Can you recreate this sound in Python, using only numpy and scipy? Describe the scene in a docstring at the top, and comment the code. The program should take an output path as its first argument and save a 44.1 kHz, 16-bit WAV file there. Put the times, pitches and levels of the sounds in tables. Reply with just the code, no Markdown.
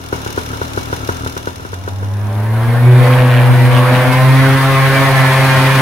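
"""A paramotor idles close by in a field: the two-stroke fires every few turns, ringing its exhaust;
piston and gears clatter in between. From 1.5 s the idle fades into a flight under power.
The engine revs up, its pulse overtones sliding through fixed resonances; a slightly slower drone
beats against it. Propeller roar and wind build. The engine holds a high run, then eases slightly at 5 s."""
import sys
import numpy as np
from scipy import signal
from scipy.fft import rfft, irfft
from scipy.io import wavfile
from scipy.ndimage import uniform_filter1d

SR = 44100
rng = np.random.default_rng(int(sys.argv[2]) if len(sys.argv) > 2 else 0)


def store_wav(level_fs):
    """Save 16-bit WAV to argv[1]."""
    pcm = np.round(np.clip(np.atleast_2d(level_fs), -1, 1) * 32767)
    wavfile.write(sys.argv[1], SR, pcm.T.astype(np.int16))


N = 256220
T = np.arange(N) / SR
IDLE_CRANK_HZ = 37.83  # mean
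FADE_START_S, FADE_LENGTH_S, FADE_EXPONENT = 1.514, 0.9, 1.34
CRUISE_S, CRUISE_DB = 4, -17

# idle firings: t/s, level/dB
FIRINGS = [(0.125, -9.5), (0.26, -16.5), (0.375, -9), (0.53, -20.5), (0.613, -12), (0.773, -11),
           (0.926, -11), (1.088, -9.5), (1.26, -17), (1.364, -16.5), (1.47, -12), (1.595, -28),
           (1.648, -21.5), (1.729, -20.5), (1.875, -16), (2.026, -22)]
# idle pumping and clatter, fading out: t/s, level/dB
IDLE_LEVEL = [(.11, -3.5), (.14, 1), (1.15, 1), (1.55, -4), (2.7, -14), (3, -90)]
# exhaust modes: f/Hz, t60/s, fired level/dB, pumped level/dB
EXHAUST_MODES = [(100, 0.068, -16, -17), (160, 0.047, -19, -28.5), (259.7, 0.12, -65, -26),
                 (337, 0.037, -8, -31), (409, 0.019, 1.5, -37), (553, 0.016, -26, -32),
                 (964, 0.13, -15, -48), (1350, 0.087, -20, -25), (1478, 0.064, -6.5, -29.5)]
# piston and gear clatter: f/Hz, density/dB
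CLATTER_SPECTRUM = [(150, 8.5), (350, 12.5), (700, 7.5), (950, 8), (1200, 3), (1550, 3.5), (2000, -3),
                    (2800, -2), (3700, -3), (4600, -8.5), (5500, -3), (6600, -6), (7500, -14), (11000, -10),
                    (14000, -16.5)]
# crankcase and cooling fin modes: f/Hz, t60/s, level/dB
CASING_MODES = [(2250, 0.1, -43.5), (2840, 0.075, -41.5), (3593, 0.063, -42.5), (4055, 0.045, -43.5),
                (5120, 0.054, -48), (5490, 0.032, -55)]

# engine speed in flight: t/s, firing rate/Hz
FIRING_RATE = [(1.75, 92.17), (2.0, 98.52), (2.4, 106.9), (2.6, 114.7), (2.72, 119.3), (2.9, 124.2),
               (3.18, 126.7), (3.32, 124.8), (3.6, 124.3), (4.0, 127.1), (4.3, 131.9), (4.5, 134.4),
               (4.85, 134.7), (5.05, 136.4), (5.2, 133.2), (5.45, 134), (5.81, 134)]
# second drone's offset below the engine: t/s, f/Hz
DRONE_OFFSET = [(1.7, 6.85), (2.3, 8.3), (2.6, 6.26), (3.0, 7.44), (3.4, 7.7), (3.95, 6.64), (4.5, 0.615),
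                (4.9, 2.46), (5.15, 4.52), (5.8, 6.08)]
# exhaust fundamental: t/s, level/dB
NOTE_LEVEL = [(1.7, -32.0), (2.05, -18.5), (2.33, -16.7), (2.55, -13), (2.8, -10.5), (2.89, -2.5),
              (3.1, -8.5), (3.62, -7), (3.88, -10.5), (4.12, -13.5), (4.28, -6), (4.6, -13.1),
              (4.85, -10.5), (5.0, -16), (5.13, -11), (5.81, -12)]
# pipe resonances, swept by orders 3 and 4: f/Hz, level/dB re roar
PIPE_RESPONSE = [(290, -7), (345, -6.5), (372, -23), (395, -15), (406, -7.5), (450, -8), (490, -5),
                 (506, -1.5), (525, -6.5), (545, -7.5)]
# engine overtones: f/Hz, level/dB re roar
ENGINE_RESPONSE = [(620, -17.5), (800, -17.5), (950, -22), (1070, -11), (1200, -16.5), (1350, -18),
                   (1480, -18), (1750, -13.5), (2130, -14), (2350, -14), (2600, -21.5), (3000, -22.5),
                   (4400, -26), (6500, -24.5)]
# second drone's overtones: f/Hz, level/dB re roar
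DRONE_RESPONSE = [(118, -12), (240, -26), (360, -12.5), (490, -14), (590, -7.5), (680, -9), (780, -12.5),
                  (930, -8), (1030, -7.5), (1150, -17.5), (1330, -30), (1550, -12), (1900, -19),
                  (3000, -19.5)]
# swells of hard buzz: t/s, half length/s, level/dB
RASP_SWELLS = [(3.134, 0.0054, -21.5), (3.21, 0.029, -28.5), (3.372, 0.099, -27), (3.757, .045, -25),
               (3.951, 0.026, -26)]
# their colour: f/Hz, density/dB
RASP_SPECTRUM = [(500, -58), (1500, -34), (2300, -27.5), (2850, -30.5), (3600, -36.5), (5000, -54.5),
                 (9000, -62)]
# power driving the roar: t/s, level/dB
POWER_LEVEL = [(2.15, -31.5), (2.35, -28.5), (2.5, -28), (2.6, -24.5), (2.8, -22), (3.08, -16),
               (3.25, -18.5), (3.65, -18), (3.95, -16.0), (4.3, -17), (4.45, -15), (4.55, -17), (5.0, -15),
               (5.3, -15.3), (5.81, -15.5)]
# roar band centres: f/Hz
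ROAR_CENTRES_HZ = [750, 2100, 5500, 11000]
# roar per band: cruise level/dB, slope with power/(dB/dB), climb as airspeed builds/(dB/s)
ROAR_LAW = [(-17.5, 1.21, -0.62), (-22.5, 1.1, 0.84), (-40.5, 0.98, 2.5), (-35.5, 0.8, 0.8)]
# propeller turbulence: f/Hz, density/dB re roar
TURBULENCE_SPECTRUM = [(60, -66), (110, -40), (200, -36.5), (330, -40), (550, -40), (1000, -33),
                       (1500, -32.5), (2100, -36), (3000, -33.5), (4000, -31.5), (5500, -33.5),
                       (7500, -39.5), (10000, -34.5), (12500, -39), (15500, -42)]
# wind on the microphone: f/Hz, density/dB
WIND_SPECTRUM = [(10, -66), (25, -64), (42, -51), (70, -63), (120, -45), (300, -83), (1000, -120)]
# stereo width in flight: f/Hz, side level/dB re mid
SIDE_LEVEL = [(60, -12), (130, 5.5), (380, -13), (700, -13.5), (1290, -9), (2380, -4), (4400, 1),
              (8120, -5), (15000, -3)]


def amp(db):
    """Decibels to gain."""
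    return 10 ** (np.asarray(db) / 20)


def curve(table, t=T):
    """Table value over time, linearly interpolated."""
    return np.interp(t, *np.transpose(table))


def at_hz(table, hz):
    """Table value on a log frequency axis."""
    f, value = np.transpose(table)
    return np.interp(np.log(np.maximum(hz, 1)), np.log(f), value)


def wander(corner_hz):
    """Low-passed random drift, unit deviation."""
    t = np.linspace(0, T[-1], num=2048)
    hz = np.fft.rfftfreq(len(t), t[1])
    slow = irfft(rfft(rng.standard_normal(len(t))) / (1 + (hz / corner_hz) ** 2))
    return np.interp(T, t, slow / slow.std())


def tinted(white, spectrum):
    """White noise shaped to a spectral density."""
    gain = amp(at_hz(spectrum, np.fft.rfftfreq(N, 1 / SR)))
    return irfft(rfft(white) * gain, N) * np.sqrt(SR / 2)


def clicks(times_s, sizes):
    """Train of single-sample impulses."""
    return np.bincount(np.clip(np.round(times_s * SR).astype(int), 0, N - 1), sizes, N)


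def strike(force, response):
    """Force convolved with an impulse response."""
    return signal.oaconvolve(force, response)[:N]


def mode(t, hz, t60_s):
    """Damped sine."""
    return np.sin(2 * np.pi * hz * t) * np.exp(-np.log(1000) * t / t60_s)


def crank_times(coast=0.129):
    """Idle turn times: a firing kicks the crank, which slows until the next."""
    kicks_s = np.r_[0, np.transpose(FIRINGS)[0], np.arange(2.18, 3, .16)]  # even kicks in the fade-out
    turns_s = []
    for start, end in zip(kicks_s[:-1], kicks_s[1:]):
        count = max(round((end - start) * IDLE_CRANK_HZ), 1)
        u = np.linspace(0, 1, count, endpoint=False)
        turns_s.append(start + (end - start) * (u - coast * u * (1 - u)))
    return np.concatenate(turns_s)


def idle_exhaust(pop_db=6, port_delay_s=0.00165, rise_s=0.0011, scatter_db=2, refill_db_per_s=28,
                 echo_db=-12, echo_s=0.00777):
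    """Firings bang the exhaust; each turn pumps air through it, harder as fresh charge builds up."""
    fired_s, fired_db = np.transpose(FIRINGS)
    turns_s, t = crank_times(), np.arange(SR // 6) / SR
    bangs = clicks(fired_s + port_delay_s, amp(fired_db + pop_db))
    bangs += clicks(fired_s + port_delay_s + echo_s, amp(fired_db + pop_db + echo_db))  # ground echo
    last_fired_s = np.r_[0, fired_s][np.searchsorted(fired_s, turns_s)]
    refill_s = np.minimum(turns_s - last_fired_s, .16)
    charge_db = refill_db_per_s * (refill_s - refill_s.mean())
    charge_db += scatter_db * rng.standard_normal(len(turns_s))
    pumping = clicks(turns_s + port_delay_s, amp(charge_db)) * amp(curve(IDLE_LEVEL))
    attack = 1 - np.exp(-(t / rise_s) ** 2)
    return sum(strike(bangs * amp(bang_db) + pumping * amp(pump_db), -mode(t, hz, t60_s) * attack)
               for hz, t60_s, bang_db, pump_db in EXHAUST_MODES)


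def idle_clatter(clatter_db=-72, slap_db=1, slap_s=0.0027, slap_phase=0.51, play_s=0.0017,
                 scatter_db=3.0, bang_db=12, bang_decay_s=0.025, casing_db=-4):
    """One piston slap a turn over steady gear rattle; firings add a rasp, and the casing rings."""
    turns_s, t = crank_times(), np.arange(SR // 20) / SR
    fired_s, fired_db = np.transpose(FIRINGS)
    late, size = rng.standard_normal((len(turns_s) - 1, 2)).T
    slaps_s = turns_s[:-1] + slap_phase * np.diff(turns_s) + play_s * late
    slaps = clicks(slaps_s, amp(slap_db + scatter_db * size))
    steady = amp(curve(IDLE_LEVEL))
    ticks = steady * strike(slaps, t / slap_s * np.exp(1 - t / slap_s))
    force = steady + strike(clicks(fired_s, amp(fired_db + bang_db)), np.exp(-t / bang_decay_s))
    gears, piston, casing = rng.standard_normal((3, 2, N))
    piston = signal.sosfilt(signal.butter(1, 3000, "high", fs=SR, output="sos"), piston)
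    clatter = tinted(force * gears + 2 * ticks * piston, CLATTER_SPECTRUM)
    ring = sum(mode(t, hz, t60_s) * amp(db) / np.sqrt(t60_s * SR / 10) for hz, t60_s, db in CASING_MODES)
    ringing = np.array([strike((force + ticks) * noise, ring) for noise in casing])
    return amp(clatter_db) * clatter + amp(casing_db) * ringing


def idle(right_delay_s=.00032, left_db=1, right_db=-1, cut_hz=55):
    """Left/right idle: the small pipe radiates little deep bass and stands to the left."""
    exhaust = signal.sosfilt(signal.butter(2, cut_hz, "high", fs=SR, output="sos"), idle_exhaust())
    stereo = np.array([exhaust, np.interp(T - right_delay_s, T, exhaust)])
    return (stereo + idle_clatter()) * amp([[left_db], [right_db]])


def fade_in(t):
    """Gain of the flight as it fades in."""
    return np.clip((t - FADE_START_S) / FADE_LENGTH_S, 1e-4, 1) ** FADE_EXPONENT


def flight(engine_db=3.0, drone_db=2, pipe_db=1.1, jitter=.0012, prominence_db_per_hz=0.227):
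    """Left/right flight: two close drones in roar and wind; the engine stands out more as it speeds up."""
    engine_hz = curve(FIRING_RATE)
    drone_hz = engine_hz - curve(DRONE_OFFSET)
    prominence_db = prominence_db_per_hz * (engine_hz - engine_hz[T > FADE_START_S].mean())
    turns = np.cumsum(engine_hz * (1 + jitter * wander(32.0))) / SR
    drone_turns = np.cumsum(drone_hz * (1 + jitter * wander(33.6))) / SR
    pipe = overtones(turns, engine_hz, PIPE_RESPONSE, range(3, 5),
                     flutter_db=1.6, flutter_hz=11, smear_rad=0.06)
    engine = overtones(turns, engine_hz, ENGINE_RESPONSE, range(5, 50),
                       flutter_db=4, flutter_hz=9.9, smear_rad=0.16)
    drone = overtones(drone_turns, drone_hz, DRONE_RESPONSE, range(1, 28),
                      flutter_db=3.0, flutter_hz=9.4, smear_rad=0.27)
    buzz = amp(pipe_db) * pipe + amp(engine_db + prominence_db) * engine
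    buzz += amp(drone_db - prominence_db) * drone
    note = exhaust_note(turns, turns - drone_turns)
    mid, side = note + buzz + rasps(drone_turns) + propeller_roar(turns) + wind()
    return np.array([mid + side, mid - side]) + propeller_hum(turns)


def exhaust_note(turns, beat_turns, octave_db=-21, octave_follow=0.69, easing_db_per_s=-1.6, drift_db=1,
                 throb_depth=.55, overload_db=-11, side_db=-18, onset_s=1.45, rise_s=0.22):
    """Mid/side fundamental and throbbing octave, plus a third harmonic from recorder overload on peaks."""
    fundamental = amp(curve(NOTE_LEVEL)) * np.clip((T - onset_s) / rise_s, 0, 1)
    power_db = np.minimum(curve(POWER_LEVEL) - CRUISE_DB, 0)  # capped at cruise
    throb = 1 + throb_depth * amp(power_db / 2) * np.cos(2 * np.pi * beat_turns)  # the two drones' beat
    easing_db = easing_db_per_s * np.maximum(T - CRUISE_S, 0)
    octave = amp(octave_db + octave_follow * power_db + easing_db + drift_db * wander(6.1))
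    overload = amp(overload_db) * fundamental ** 3
    levels = np.sqrt(2) * np.array([fundamental, octave * fade_in(T) * throb, overload])
    phases = 2 * np.pi * np.outer([1, 2, 3], turns)
    mid = np.sum(levels * np.sin(phases), axis=0)
    quadrature = np.sum(levels * np.cos(phases), axis=0)
    return np.array([mid, amp(side_db) * wander(0.51) * quadrature])


def overtones(turns, hz, response, orders, flutter_db, flutter_hz, smear_rad, dispersion_rad=.25):
    """Mid/side pulse overtones: they slide through fixed resonances and flutter in the propeller wash."""
    out, t = np.zeros((2, N)), T[::256]
    drifts = [wander(flutter_hz) for _ in range(12)]
    cruise_hz = np.median(hz[N // 2:])
    for k in orders:
        picks = rng.choice(len(drifts), size=4, replace=False)
        flutter, smear, side_gain, side_phase = (np.roll(drifts[i], rng.integers(N)) for i in picks)
        level_db = roar_db(k * cruise_hz, t) + at_hz(response, k * hz[::256])
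        level = amp(np.interp(T, t, level_db) + flutter_db * flutter)
        phase = 2 * np.pi * k * turns + smear_rad * np.sqrt(k) * smear
        phase -= dispersion_rad * k ** 2  # the pipe spreads each pulse
        out[0] += level * np.sin(phase)
        out[1] += level * amp(at_hz(SIDE_LEVEL, k * cruise_hz)) * side_gain * np.sin(phase + side_phase)
    return out


def rasps(turns, sharpness=1.8, hiss_db=-3, snap_db=-4, side_db=-4):
    """Mid/side swells of buzz: a hard click and a puff of hiss per pulse."""
    swell = sum(amp(db) * np.exp(-((T - at_s) / half_s) ** 2) for at_s, half_s, db in RASP_SWELLS)
    gate = np.exp(sharpness * np.cos(2 * np.pi * turns))
    gate /= np.sqrt(np.mean(gate ** 2))
    snaps = np.diff(np.floor(turns), prepend=0)
    pulses = amp(hiss_db) * gate * rng.standard_normal((2, N)) * amp([[0], [side_db]])
    pulses[0] += amp(snap_db) * snaps / snaps.std()
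    return tinted(swell * pulses, RASP_SPECTRUM)


def roar_db(hz, t):
    """Roar level at one frequency: rises with power, brightens with airspeed."""
    cruise_db, follow, climb_db_per_s = (np.interp(np.log(hz + 1), np.log(ROAR_CENTRES_HZ), column)
                                         for column in np.transpose(ROAR_LAW))
    power_db = curve(POWER_LEVEL, t) - CRUISE_DB
    return cruise_db + follow * power_db + climb_db_per_s * (t - CRUISE_S) + 20 * np.log10(fade_in(t))


def propeller_roar(turns, chop=0.13, flicker_db=0.82, patch_db=2.5, trim_db=-1):
    """Mid/side turbulence: swells twice per crank turn; its colour shifts in patches."""
    gate = (1 + chop * np.cos(2 * np.pi * 2 * turns)) * amp(flicker_db * wander(25))
    hz, t, bins = signal.stft(gate * rng.standard_normal((2, N)), SR, nperseg=1024)
    patches = uniform_filter1d(rng.standard_normal(bins.shape[1:]), size=7, axis=0)
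    patches = uniform_filter1d(patches, size=8, axis=1)
    patches *= patch_db / patches.std() / (1 + (hz[:, None] / 4500) ** 2)  # top hiss stays even
    level_db = np.array([roar_db(f, t) for f in hz]) + at_hz(TURBULENCE_SPECTRUM, hz)[:, None]
    bins *= amp(level_db + patches + trim_db)
    bins[1] *= amp(at_hz(SIDE_LEVEL, hz))[:, None]
    return np.sqrt(SR / 2) * signal.istft(bins, SR, nperseg=1024)[1][:, :N]


def propeller_hum(turns, gear_ratio=2.93, shaft_db=-23, blade_db=-20, sway_db=3):
    """The geared-down propeller hums at shaft rate and, with two blades, at twice that."""
    angle = 2 * np.pi * turns / gear_ratio
    hum = amp(shaft_db) * np.sin(angle) + amp(blade_db) * np.sin(2 * angle)
    return hum * amp(roar_db(ROAR_CENTRES_HZ[0], T) + sway_db * wander(3.4))


def wind(gust_db=3, side_db=-4, onset_s=2.28, build_s=0.68):
    """Mid/side gusts on the microphone, growing with airspeed."""
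    airspeed = np.clip((T - onset_s) / build_s, 0, 1)
    rumble = tinted(rng.standard_normal((2, N)), WIND_SPECTRUM)
    return rumble * airspeed * amp(gust_db * wander(10.0)) * amp([[0], [side_db]])


def scene():
    """The idle gives way to the flight."""
    return idle() + flight()


def record(dry, drive_db=0.38, edge_hz=15850):
    """The microphone rounds off the loudest crests; a low-pass follows."""
    driven = amp(drive_db) * dry
    rounded = driven / (1 + driven ** 4) ** (1 / 4)
    lowpass = signal.firwin(511, edge_hz, window=("kaiser", 9), fs=SR)
    return signal.oaconvolve(rounded, lowpass[None], "same")


dry = scene()
out = record(dry)
store_wav(out)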